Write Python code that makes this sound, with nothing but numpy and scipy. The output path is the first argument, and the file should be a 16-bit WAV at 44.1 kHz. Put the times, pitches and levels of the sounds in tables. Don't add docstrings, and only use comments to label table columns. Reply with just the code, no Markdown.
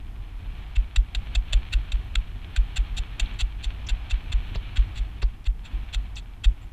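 import sys
import numpy as np
from scipy.fft import rfft, irfft, next_fast_len
from scipy.io import wavfile
from scipy.ndimage import map_coordinates

SR = 44100
rng = np.random.default_rng(int(sys.argv[2]) if len(sys.argv) > 2 else 0)


def inscribe(sig):
    pcm = np.round(np.clip(np.atleast_2d(sig).T, -1, 1) * 32767)
    wavfile.write(sys.argv[1], SR, pcm.astype(np.int16))


N = 296616

# (start [s], slip length [s], loudest point [share of the slip],
# rasp level [dB], thump peak [dB], dullness [dB])
JERKS = [(.752, 0.02, 0.68, -37.5, -10.5, 4), (.958, 0.015, 0.26, -28.5, -8.5, 2),
         (1.148, 0.013, 0.071, -29.5, -17.5, 1.5), (1.348, .017, 0.3, -28.5, -12.5, 0.5),
         (1.525, .018, 0.48, -27, -10.5, -0.5), (1.722, .023, 0.65, -30, -11.5, 1),
         (1.918, .015, 0.18, -35, -14, -1.5), (2.152, .01, 0.38, -25, -14, 2.5),
         (2.559, .019, 0.24, -33.5, -10.5, 2), (2.758, 0.027, 0.43, -32.5, -13.5, -1.5),
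         (2.966, 0.031, 0.52, -34.5, -19.5, -4.5), (3.196, 0.017, 0.042, -28, -13, -3.5),
         (3.387, 0.039, 0.525, -32, -16, -1), (3.626, .036, .55, -38.5, -18.5, -4.5),
         (3.885, .029, .3, -34, -14.5, 1), (4.097, 0.03, 0.46, -35.5, -13, -0.5),
         (4.317, .023, 0.44, -35, -14, 0.5), (4.545, 0.014, 0.39, -41.5, -21, 7.5),
         (4.757, 0.0272, 0.54, -35.5, -10, 5.5), (4.948, 0.053, .65, -44.5, -17, -0.5),
         (5.217, 0.014, 0.45, -39.5, -12.5, 5.5), (5.45, 0.025, 0.91, -41.5, -13.5, 2.5),
         (5.642, 0.046, 0.28, -48.5, -38, 2), (5.72, 0.014, .5, -59, -24, 6),
         (5.927, 0.0333, 0.6, -34.5, -19, -1), (6.159, 0.047, 0.27, -42.5, -40, -3),
         (6.436, .025, 0.46, -31.5, -8, 0.5)]
def rasps(slips_per_s=2400, catch_s=0.006, catch_db=3, settle_db=-24, fade_60db_s=0.13):
    out, t = np.zeros(N), np.arange(SR // 10) / SR
    for start, length, crest, db, _, dull_db in JERKS:
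        crest = np.clip(crest, 0.05, 0.95)
        since_crest = t - crest * length
        swell = np.interp(t / length, [0, crest, 1], [0.088, 1, 0])
        stutter = amp(-catch_db * np.sin(np.pi * since_crest / catch_s) ** 2)
        settling = (since_crest > 0) * amp(settle_db - 60 * np.abs(since_crest) / fade_60db_s)
        friction = grains(len(t), slips_per_s, spread_db=3.5) + rng.standard_normal(len(t))
        rub = (swell * stutter + settling) * friction
        ring = filtered(rub, lambda hz: fitting(hz, dull_db))
        slip_average = np.linalg.norm(ring) / np.sqrt(length * SR)
        add(out, start, amp(db) * ring / slip_average)
    return out


# (pitch [Hz], width [Hz], relative level [dB])
FITTING_RINGS = [(760, 260, -7.5), (1510, 500, -4.5), (2010, 550, -3.5), (2672, 297, 9.5), (3472, 680, 7),
                 (3777, 240, 3.5), (4326, 570, -1), (5140, 88, -11), (5820, 380, -10), (6370, 83, -7.5),
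                 (7330, 920, -4.5), (8530, 2200, -25.5), (9500, 1340, -22.5), (10500, 400, -21),
                 (12100, 400.0, -33), (12730.0, 1700, -31)]
def fitting(hz, dull_db, vary_db=0.82):
    low_db = 1 + 1.22 * dull_db
    main_db = 0.5 + 0.79 * dull_db
    high_db = 0.5 - 0.37 * dull_db
    power = amp(-110)
    for centre, width, db in FITTING_RINGS:
        low, main, high = 1000 < centre < 2300, 2300 < centre < 3000, centre > 5400
        db = db + vary_db * rng.standard_normal() + low_db * low + main_db * main + high_db * high
        power = power + amp(db) ** 2 / (1 + (2 * (hz - centre) / width) ** 2) ** 2
    cepstrum = irfft(np.log(power) / 2)
    cepstrum[1:len(hz) - 1] *= 2
    cepstrum[len(hz):] = 0
    return np.exp(rfft(cepstrum))


# (pitch [Hz], width [Hz])
DECK_RINGS = [(18.9, 10.1), (36.9, 31.9), (49.1, 13.4)]
def thumps(soft_hz=88, share_of_slip=0.81):
    def deck(hz):
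        rings = [1j * hz * width / (pitch ** 2 - hz ** 2 + 1j * hz * width)
                 for pitch, width in DECK_RINGS]
        return np.prod(rings, axis=0) / (1 + 1j * hz / soft_hz)

    out, jolt = np.zeros(N), np.zeros(SR // 2)
    jolt[0] = 1
    swing = filtered(jolt, deck)
    for start, length, _, _, db, _ in JERKS:
        add(out, start + share_of_slip * length, amp(db) * swing / np.abs(swing).max())
    return out


# (frequency [Hz], relative level [dB])
HULL_TONE = [(60, -5), (120, 11), (350, -6), (700, -7), (1100, -10.5), (2200, -17), (4500, -11.5),
             (8000, -45)]
# (time [s], clack level [dB], note pitch [Hz], note compared with clack [dB])
HULL_KNOCKS = [(1.354, -49.5, 724, 11.5), (1.532, -50.5, 613, 12.5), (2.154, -48.5, 1350, 13),
               (4.556, -29.5, 446, -10), (5.227, -28.5, 182, 1.5)]
def knocks(rise_s=0.0017, fade_60db_s=0.039):
    out, t = np.zeros(N), np.arange(SR // 8) / SR
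    blow = (1 - np.exp(-t / rise_s)) * amp(-60 * t / fade_60db_s)
    for start, db, note_hz, note_db in HULL_KNOCKS:
        clack = coloured(rng.standard_normal(len(t)), HULL_TONE)
        note = amp(note_db) * np.sin(2 * np.pi * note_hz * t)
        add(out, start, amp(db) * blow / blow.max() * (clack + note))
    return out


# (start [s], length [s], pitch [Hz], width [octaves], level [dB])
LIGHT_SCUFFS = [(3.259, 0.0044, 3600, 0.18, -38), (3.336, .018, 7300, .12, -63),
                (3.866, .017, 5800, .23, -45.5), (5.442, 0.0072, 3550, .6, -53),
                (6.156, .016, 5600, .27, -47), (6.615, 0.043, 7350, .07, -68)]
def scuffs():
    out, t = np.zeros(N), np.arange(SR // 20) / SR
    for start, length, centre, width, db in LIGHT_SCUFFS:
        band = lambda hz: np.exp(-0.5 * (np.log2((hz + 1) / centre) / width) ** 2)
        puff = unit(filtered(rng.standard_normal(len(t)), band))
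        stroke = np.sin(np.pi * np.sqrt(np.clip(t / length, 0, 1)))
        add(out, start, amp(db) * stroke * puff)
    return out


# (time [s], strength [dB])
WAKE_STRENGTH = [(0.0, -59.5), (0.57, -51.5), (1.02, -55), (1.33, -48.5), (1.41, -54), (1.5, -47),
                 (2.36, -53.5), (2.53, -48), (3.13, -47.5), (3.24, -42.0), (3.56, -53.5), (3.63, -48),
                 (4.53, -46.5), (4.97, -48.5), (5.54, -62.5), (5.71, -51.0), (6.0, -52.5), (6.39, -60.5),
                 (6.64, -56.0), (6.73, -63)]
# (frequency [Hz], relative level [dB])
RUMBLE_TONE = [(6, -11), (16, -6), (28, -6), (42, 1.5), (53, -0.5), (70, -8.5), (100, -9), (135, -21),
               (185, -23.5), (300, -29), (480, -39.5), (900, -65)]
WASH_TONE = [(200, -4), (480, -6), (750, 5.5), (950, 2.5), (1200, 1), (1600, -3), (2050, -2), (3500, -24.5),
             (5000, -16.5), (9000, -47)]
SPRAY_TONE = [(900, -6), (1800, -0.5), (2060, -5), (2270, 4.5), (2750, 1.5), (3200, 2), (3900, -6),
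              (4400, -8.5), (4700, -32), (6200, -23), (7000, -36), (11000, -61)]
def water(usual_wake_db=-51):
    surge_db = np.interp(np.arange(N) / SR, *np.transpose(WAKE_STRENGTH)) - usual_wake_db
    rumble_db = -34.5 + 0.36 * surge_db + 1.32 * wobble(12)
    rumble = amp(rumble_db) * coloured(rng.standard_normal(N), RUMBLE_TONE)
    wash_db = -56.5 + 0.39 * surge_db + 0.43 * wobble(5.8)
    wash = amp(wash_db) * coloured(rng.standard_normal(N), WASH_TONE)
    bubbles = rng.standard_normal(N) + 0.6 * grains(N, per_s=200, spread_db=3)
    spray_db = -53.5 + surge_db + 1.43 * wobble(49)
    spray = amp(spray_db) * coloured(bubbles, SPRAY_TONE)
    return rumble + wash + spray


def amp(db):
    return 10 ** (np.asarray(db) / 20)


def unit(x):
    return x / np.sqrt(np.mean(x ** 2) + 1e-20)


def wobble(per_s):
    points = rng.standard_normal(int(N * per_s / SR) + 4)
    return map_coordinates(points, [np.arange(N) * per_s / SR])


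def filtered(x, response):
    size = next_fast_len(len(x) + 8192)
    hz = np.fft.rfftfreq(size, 1 / SR)
    return irfft(rfft(x, size) * response(hz), size)[:len(x)]


def coloured(x, tone):
    tone_hz, db = np.transpose(tone)
    return unit(filtered(x, lambda hz: amp(np.interp(np.log(hz + 1), np.log(tone_hz), db))))


def add(track, start_s, sound):
    part = track[max(round(start_s * SR), 0):][:len(sound)]
    part += sound[:len(part)]


def grains(count, per_s, spread_db):
    hit = rng.random(count) < per_s / SR
    return unit(hit * rng.standard_normal(count) * amp(spread_db * rng.standard_normal(count)))


def scene():
    return (rasps() + thumps() + knocks() + scuffs() + water())[None]


# (frequency [Hz], relative level [dB])
HISS_TONE = [(1000, 7), (13300, 3), (13900, -27), (15300, -18)]
def record(dry, hiss_db=-71, top_hz=15350):
    hiss = amp(hiss_db) * coloured(rng.standard_normal(N), HISS_TONE)
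    return filtered(dry[0] + hiss, lambda hz: hz < top_hz)[None]


dry = scene()
out = record(dry)
inscribe(out)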